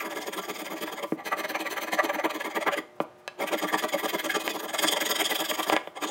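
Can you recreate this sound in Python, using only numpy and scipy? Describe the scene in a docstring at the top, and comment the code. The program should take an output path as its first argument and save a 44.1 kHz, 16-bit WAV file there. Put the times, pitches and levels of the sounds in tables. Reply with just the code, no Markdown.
"""Filing a wooden handle

A steel hand file scrubs quickly to and fro over a wooden handle whose end rests on a workbench.
Its teeth catch in a dense rattle that rings the bench, the handle and the file; the wood knocks
a few times and fingers brush it in the pauses. A small workshop answers, over a faint electric hum."""
import sys
import numpy as np
from scipy import signal
from scipy.fft import rfft, irfft
from scipy.io import wavfile
from scipy.ndimage import uniform_filter1d

SR = 44100
rng = np.random.default_rng(int(sys.argv[2]) if len(sys.argv) > 2 else 0)


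def digitize_waveform(pressure):
    """Quantize a signal to 16-bit integers and store it at the path in sys.argv[1].

    Rows of a 2-D input are taken as channels; values are limited to [-1, 1].
    """
    field = np.atleast_2d(pressure).T
    bounded = np.clip(field, -1, 1)
    quanta = np.round(bounded * 32767).astype(np.int16)
    wavfile.write(sys.argv[1], SR, quanta)


N = 269010
T = np.arange(N) / SR
BENCH, SHAFT, HEAD, BLADE, TEETH = range(5)  # sounding parts, in column order
FREE_BLADE = 4  # knocks have this part in place of TEETH

# strokes, push and pull in turn: centre t/s, nominal length/ms, strength/dB, bite (extra cut depth)/dB
FILE_STROKES = [(0.01, 71, -42, 2.5), (0.06, 56, -41.5, 3), (0.117, 61, -44.0, 1.5), (0.173, 59, -39.5, -1),
                (0.225, 63, -44.5, -3.5), (0.276, 49, -41.0, -2), (0.338, 43, -41, 1),
                (0.382, 54, -38.5, -1.5), (0.441, 73, -46.5, -4.5), (0.498, 57, -39, -4),
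                (0.556, 56, -44.5, -3.5), (0.605, 66, -42.0, -5), (0.663, 56, -42, -0.5),
                (0.721, 62, -41, 0), (0.777, 57, -44.5, 2.5), (0.827, 52, -39, -3), (0.879, 64, -44.5, 4),
                (0.93, 42, -40.5, -2), (0.984, 65, -45.5, 6), (1.036, 35, -40, 4), (1.198, 66, -55.5, 7),
                (1.27, 53, -38.5, -2), (1.327, 39, -38, 3), (1.394, 66, -40.0, 0.5), (1.447, 36, -39, -2),
                (1.502, 54, -41.5, -2.5), (1.556, 39, -39, 1), (1.609, 55, -40, 0.5),
                (1.666, 46, -40.5, -1.5), (1.723, 61, -40.5, -5), (1.776, 38, -39, -1.5),
                (1.828, 56, -39, -1), (1.881, 40, -43, -5.5), (1.935, 46, -34.5, -2),
                (1.995, 40, -36.0, 6.5), (2.046, 42, -34, -4), (2.098, 33, -40, 3.5),
                (2.146, 47, -38.0, -1), (2.197, 36, -40.0, 4.5), (2.251, 39, -34, 5.5),
                (2.307, 32, -42, -5), (2.354, 57, -40.5, -4), (2.41, 43, -43.5, -5.5),
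                (2.46, 58, -39.5, 0.5), (2.513, 48, -48.5, -4.5), (2.564, 45, -36, 1.5),
                (2.622, 47, -42.0, -3), (2.676, 39, -33, 7.5), (2.733, 45, -40.5, -4),
                (2.78, 39, -37.5, -3), (3.419, 74, -37.5, 2.5), (3.482, 41, -39, 5), (3.533, 54, -34, 0),
                (3.589, 45, -40.5, 3), (3.635, 52, -34.5, 0), (3.688, 51, -40.5, 6), (3.739, 46, -33, 1.0),
                (3.79, 45, -39, 0), (3.838, 49, -35.0, 0), (3.893, 33, -42, 2), (3.94, 50, -35.5, -2),
                (3.994, 63, -41.5, 3), (4.047, 49, -35.5, -1.5), (4.094, 41, -37.5, 2),
                (4.146, 49, -35.0, -2.5), (4.197, 48, -39.5, 2), (4.253, 47, -34.5, -4),
                (4.307, 55, -40.5, 0), (4.357, 49, -34.5, -3.5), (4.41, 50, -42.5, 0.5),
                (4.46, 58, -41, -0.5), (4.503, 45, -41, -4.5), (4.555, 57, -41, 0.5), (4.6, 36, -41.5, 0.5),
                (4.642, 54, -41, 1), (4.694, 45, -43, 0), (4.746, 46, -37, 3), (4.792, 34, -36.5, -0.5),
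                (4.834, 46, -30, 0.5), (4.881, 40, -34.5, -0.5), (4.925, 39, -32.5, -2.5),
                (4.97, 35, -36.5, 9), (5.017, 41, -32.5, -1.5), (5.064, 39, -35.5, -1.5),
                (5.108, 54, -33, -0.5), (5.159, 41, -37.5, 1.0), (5.207, 59, -31.5, 3.5),
                (5.258, 50, -38, -3.5), (5.311, 51, -33, 2), (5.357, 38, -38, -2.0), (5.407, 59, -34, 0.5),
                (5.451, 46, -41.5, 1.0), (5.503, 55, -37, -3.5), (5.545, 44, -41, -0.5),
                (5.594, 55, -36.0, 2), (5.634, 44, -42.5, 0), (5.686, 66, -38, 1.5), (5.729, 33, -29.5, -1),
                (5.765, 37, -39.5, -1), (5.795, 36, -58, -2), (5.972, 50, -49.0, 4.5),
                (6.035, 56, -38.0, 0.0), (6.084, 55, -44, -6)]
# pauses after which the push/pull order flips: t/s
FLIP_TIMES_S = [3.1, 5.9]
# handle turned and regripped, push gains: from t/s, bench/dB, shaft/dB, head/dB, blade/dB, teeth/dB
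PUSH_GAINS = [(0, 5, 5.5, 0, -1, -6), (1.15, 0.5, 4.5, 4, 0.5, -5), (1.97, 4, 6.7, 4.5, -3.5, -9),
              (3.1, 5, 7.3, 1.5, -1, -10), (4.39, 5, 6, -3, 1, -4.5), (4.72, -1, 3.7, 4.5, 4, -2.5),
              (5.33, 1.5, 4.8, 0, 2.5, -2.5), (5.71, -10, 6.6, 7, -3, -13), (5.9, 1.5, 6.6, 4, 3, -8)]
# same columns for a pull, which presses the handle less onto the bench
PULL_GAINS = [(0, -2, 3, 4.2, 0, -6.5), (1.15, -3, 9.5, 9.4, -2, -10), (1.97, -11, 10, 9.7, -0.5, -11.5),
              (3.1, -7, -3, 6.4, 3, -2), (4.39, -0.5, 2.5, 1.3, 5, -4), (4.72, -5, 2, 3.6, 9, -3.5),
              (5.33, -10, 1, 4.2, 8.5, 0.5), (5.71, 0, 8.5, 0.92, -0.5, -11.5),
              (5.9, 0.5, 9.5, 1.6, 3, -14)]
# a deep cut shakes the handle and mutes the file; per part: gain/(dB per dB of bite)
BITE_SLOPES = [-0.075, 0.57, 0.28, -0.48, -0.36]
# modes of the bench and of the handle's shaft and head: f/Hz, width/Hz, level/dB
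BENCH_MODES = [(186.7, 30, -8.5), (271, 73, -8), (316.3, 42.4, 0), (423, 57.6, -4.5)]
SHAFT_MODES = [(572, 50.4, 0), (644.7, 57, -2), (759, 70, -2.5), (876, 113, -6), (992, 53, -2.5),
               (1170, 50, -2.5), (1367, 30, -9)]
HEAD_MODES = [(1675, 92, 0.5), (1870, 71, -4.5), (1960, 70, 0), (2142, 85, 0.5), (2336, 350, -9)]
# modes of the file, pressed, held loosely or ringing freely: f/Hz, width/Hz, level/dB
BLADE_PRESSED_MODES = [(2520, 91, -15), (3200, 104, 1), (3425, 50, 1.5), (3538, 98, -4.5),
                       (3880, 200, -15.5), (4840, 246, -7), (5590, 360, -15.5), (6687, 187, -5.5),
                       (7260, 220, -15), (7500, 320, -14), (8910, 470, -11.5)]
BLADE_LOOSE_MODES = [(2500, 27, 10), (3074, 220, 2), (4190, 400, -1), (4920, 83, -21), (4740, 400, -13.5),
                     (6147, 150, -0.5), (7500, 470, -9), (7800, 33, -21), (8330, 200, -7)]
BLADE_FREE_MODES = [(1670, 46, 6), (2640, 30, 5.5), (3095, 27, -11), (3930, 40, -2), (4100, 27, -19),
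                    (5000, 50, -13), (6100, 70, -18), (8600, 70, -19)]
TEETH_PRESSED_MODES = [(10560, 600, -3.5), (12100, 140, -3), (12750, 790, -3), (14100, 1000, 1.5),
                       (14440, 500, -15), (15760, 220, 3)]
TEETH_LOOSE_MODES = [(10100, 240, -2), (12000, 230, -0.5), (12800, 250, -2), (12650, 260, 1),
                     (13300, 460, 0), (15300, 1400, -5.5)]
# file contact: t/s, looseness (0 pressed flat on the face, 1 resting lightly on the edge)
LOOSENESS = [(0, 0.07), (1.1, 0.18), (1.2, 0.99), (2.2, 0.98), (2.4, 0.39), (2.9, 0.17), (3.0, 0.81),
             (3.35, 0.94), (3.4, 0.15), (4.4, 0.27), (4.8, 0.017), (6.1, 0.083)]
# swept band of the rasp: t/s, gain/dB
SWEEP_GAINS = [(0, -5), (0.6, -4), (0.9, -14), (1.2, -20), (3.3, -20), (3.4, -15), (4.5, -15), (4.8, -20),
               (6.1, -20)]
# room air: f/Hz, relative spectral density/dB
AIR_SPECTRUM = [(30, -19), (100, -3), (160, -5), (300, -7), (600, -2.5), (1040, -7), (1720, -12),
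                (4000, -24), (16000, -37.5)]
# electric hum: f/Hz, level/dB
HUM_LINES = [(360.7, -59.5), (452.2, -71), (602.9, -59), (764.4, -66), (1206, -70)]
# finger brushes: centre t/s, length/ms, level/dB
FINGER_BRUSHES = [(1.105, 130, -54), (2.962, 26, -68), (3.02, 45, -51.5), (3.195, 41, -66),
                  (5.876, 10, -54), (5.86, 180, -65)]
# knocks: t/s, level/dB, offsets/dB (bench, shaft, head, held blade, free blade), contact time factor
WOOD_KNOCKS = [(1.1214, -11.5, -5, -18.5, -22, -50, -62, 2.9),
               (3.0024, -8, -12.5, -11.5, -20.5, -16, -60, 3.23),
               (3.2779, -21, -37, -12.5, -19, -9, -5.5, 1), (4.478, -16, -24, -12, -9.5, -8.5, -40, 0.87),
               (5.5131, -12.5, -34, -15.5, -13.5, -18, -50, 1.7),
               (5.6040, -18, -30, -10, -20, -20, -50, 1.7), (5.6987, -8, -51, -13, -17, -16, -50, 1.1),
               (5.765, -11.5, -42, -9.5, -11, -7.5, -50, 1.6),
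               (5.8736, -22.5, -14.5, -8.5, -11.5, -1.5, -50, 4.1)]


def undb(db):
    return 10 ** (np.asarray(db) / 20)


def walk(rate_hz):
    """Random levels joined by ramps; spread near 1."""
    step = int(SR / rate_hz)
    held = np.repeat(rng.standard_normal(N // step + 1), step)[:N]
    return 1.2 * uniform_filter1d(held, step)


def arches(motions, exponent, stretch=1.0):
    """Each (t/s, length/ms, level/dB) motion speeds up, then stops; a higher exponent narrows it."""
    power = np.zeros(N)
    for centre_s, length_ms, db in motions:
        half_s = stretch * length_ms / 2000
        start, end = (int(np.clip((centre_s + side * half_s) * SR, 0, N)) for side in (-1, 1))
        arch = np.cos(np.pi / 2 * np.clip((T[start:end] - centre_s) / half_s, -1, 1))
        power[start:end] += (undb(db) * arch ** exponent) ** 2
    return np.sqrt(power)


def strokes(part, exponent, stretch, drag_share=0.072, drag_ms=39.5):
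    """One part's envelope from strength, grip and bite; the file drags on faintly as it turns."""
    centre_s, length_ms, strength_db, bite_db = np.transpose(FILE_STROKES)
    is_push = (np.arange(len(centre_s)) + np.searchsorted(FLIP_TIMES_S, centre_s)) % 2 == 1
    push_db, pull_db = (grips[np.searchsorted(grips[:, 0], centre_s) - 1, 1 + part]
                        for grips in (np.array(PUSH_GAINS), np.array(PULL_GAINS)))
    level_db = strength_db + np.where(is_push, push_db, pull_db) + BITE_SLOPES[part] * bite_db
    power = arches(np.c_[centre_s, length_ms, level_db], exponent, stretch) ** 2
    drag = np.abs(uniform_filter1d(power, int(drag_ms * SR / 1000)))
    return np.sqrt(power + drag_share * drag)


def rattle(catches_per_s, spread_db, slip_db, slip_hz):
    """Teeth catch at random with uneven force, in short bursts as the file grips and slips."""
    caught = rng.random(N) < catches_per_s / SR
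    force = caught * rng.standard_normal(N) * undb(spread_db * rng.exponential(size=N))
    force *= undb(slip_db * walk(slip_hz))
    return force / np.sqrt(np.mean(force ** 2))


def ring(rub, blow, modes, wander_db=0.0, wander_hz=25):
    """Damped modes of alternating sign; the rub reaches each unevenly as the contact moves."""
    impulse = signal.unit_impulse(8192)
    out, response = 0, 0
    for k, (hz, width_hz, db) in enumerate(modes):
        sign = (-1) ** k
        b, a = signal.iirpeak(hz, hz / width_hz, SR)
        force = rub * undb(wander_db * walk(wander_hz)) + sign * blow  # a blow starts all modes in step
        out += sign * undb(db) * signal.lfilter(b, a, force)
        response += sign * undb(db) * signal.lfilter(b, a, impulse)
    return out / np.sqrt(np.sum(response ** 2))


def wood():
    """Rattle and knocks shake bench and handle, which radiate neither deep bass nor treble."""
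    coarse = rattle(catches_per_s=6000, spread_db=1.5, slip_db=1.04, slip_hz=220)
    bench = ring(coarse * strokes(BENCH, exponent=1.27, stretch=1.26),
                 knocks(BENCH, base_ms=0.84, gain_db=22.5), BENCH_MODES, wander_db=1.0)
    shaft = ring(coarse * strokes(SHAFT, exponent=1.4, stretch=1.09),
                 knocks(SHAFT, base_ms=0.21, gain_db=23.0), SHAFT_MODES, wander_db=2.5)
    head = ring(coarse * strokes(HEAD, exponent=1.7, stretch=1.0),
                knocks(HEAD, base_ms=0.15, gain_db=22.5), HEAD_MODES, wander_db=3.0)
    radiation = signal.butter(4, [160, 3200], "band", fs=SR, output="sos")
    return signal.sosfilt(radiation, bench + shaft + head)


def steel_file():
    """The blade rings and its teeth hiss through the fibres; a loose hold brings out other modes."""
    fine = rattle(catches_per_s=20000, spread_db=1.36, slip_db=2.0, slip_hz=160)
    rub = fine * strokes(BLADE, exponent=1.28, stretch=0.94)
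    hiss = rng.standard_normal(N) * undb(1.24 * walk(rate_hz=200))
    hiss *= strokes(TEETH, exponent=1.54, stretch=0.92)
    blow = knocks(BLADE, base_ms=0.093, gain_db=14.5)
    out = ring(0, knocks(FREE_BLADE, base_ms=0.03, gain_db=19.0), BLADE_FREE_MODES)
    loose = np.interp(T, *np.transpose(LOOSENESS))
    for gain, blade_modes, teeth_modes in ((np.sqrt(1 - loose), BLADE_PRESSED_MODES, TEETH_PRESSED_MODES),
                                           (np.sqrt(loose), BLADE_LOOSE_MODES, TEETH_LOOSE_MODES)):
        out += ring(gain * rub, gain * blow, blade_modes, wander_db=1.86)
        out += ring(gain * hiss, gain * blow * undb(-6), teeth_modes, wander_db=3.0)
    return out


def rasp_sweep(low_hz=4400, high_hz=8200, half_width_hz=400, rising_db=-7):
    """Contact runs along the blade: a noise band falls early in one stroke, rises late in the next."""
    centre_s, length_ms = np.transpose(FILE_STROKES)[:2]
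    nearest = np.argmin(np.abs(T[::64, None] - centre_s), axis=1).repeat(64)[:N]
    rising = nearest % 2
    offset = (T - centre_s[nearest]) * 1000 / length_ms[nearest]
    position = np.clip(0.3 + 1.5 * np.where(rising, offset, -offset), 0, 1)
    hz = low_hz + (high_hz - low_hz) * position
    noise = signal.lfilter(*signal.butter(2, half_width_hz, fs=SR), rng.standard_normal(N))
    band = noise / np.std(noise) * np.sin(2 * np.pi * np.cumsum(hz) / SR)
    gain_db = np.interp(T, *np.transpose(SWEEP_GAINS)) + rising_db * rising
    fade = np.sqrt(2 * np.sin(np.pi * position))
    return undb(gain_db) * band * fade * strokes(BLADE, exponent=0.91, stretch=0.8)


def workshop(direct, t60_s=0.33, gap_s=0.004, cutoff_hz=6600, gain_db=-15.5):
    """Small room: a short decaying tail, duller than the direct sound."""
    t = T[:SR // 2]
    tail = rng.standard_normal(len(t)) * undb(-60 * t / t60_s) * (t > gap_s)
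    tail = signal.lfilter(*signal.butter(1, cutoff_hz, fs=SR), tail)
    tail /= np.sqrt(np.sum(tail ** 2))
    return undb(gain_db) * signal.fftconvolve(direct, tail)[:N]


def room_air(level_db=-56.5):
    """Steady, dull noise."""
    hz, db = np.transpose(AIR_SPECTRUM)
    bin_hz = np.maximum(np.arange(N // 2 + 1) * SR / N, 1)
    shape = undb(np.interp(np.log(bin_hz), np.log(hz), db))
    air = irfft(rfft(rng.standard_normal(N)) * shape, N)
    return undb(level_db) * air / np.std(air)


def electric_hum():
    """Faint tones, each wavering in phase."""
    out = np.zeros(N)
    for hz, db in HUM_LINES:
        waver_rad = 1.2 * np.cumsum(rng.standard_normal(N)) / np.sqrt(SR)
        out += np.sqrt(2) * undb(db) * np.sin(2 * np.pi * hz * T + waver_rad)
    return out


def fingers(highpass_hz=3500):
    """Skin on wood: a faint, bright rustle."""
    rustle = signal.lfilter(*signal.butter(1, highpass_hz, "high", fs=SR), rng.standard_normal(N))
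    return rustle * arches(FINGER_BRUSHES, exponent=0.91)


def knocks(part, base_ms, gain_db):
    """Force on one part: a short smooth pulse per knock; soft contacts last longer."""
    force = np.zeros(N)
    for start_s, level_db, *offsets_db, softness in WOOD_KNOCKS:
        width = max(int(softness * base_ms * SR / 1000), 1)
        pulse = np.hanning(width + 2)[1:-1]
        start = int(start_s * SR)
        force[start:start + width] = undb(level_db + offsets_db[part] + gain_db) * pulse / pulse.sum()
    return force


def scene():
    """Filing and its room tail over air and hum; mono."""
    work = wood() + steel_file() + rasp_sweep() + fingers()
    return (work + workshop(work) + room_air() + electric_hum())[None]


def record(dry, bass_hz=120, top_hz=15790):
    """The microphone loses the deep bass; the recorder cuts the top."""
    thin = signal.sosfilt(signal.butter(1, bass_hz, "high", fs=SR, output="sos"), dry)
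    return signal.sosfilt(signal.ellip(14, 0.3, 70, top_hz, fs=SR, output="sos"), thin)


dry = scene()
out = record(dry)
digitize_waveform(out)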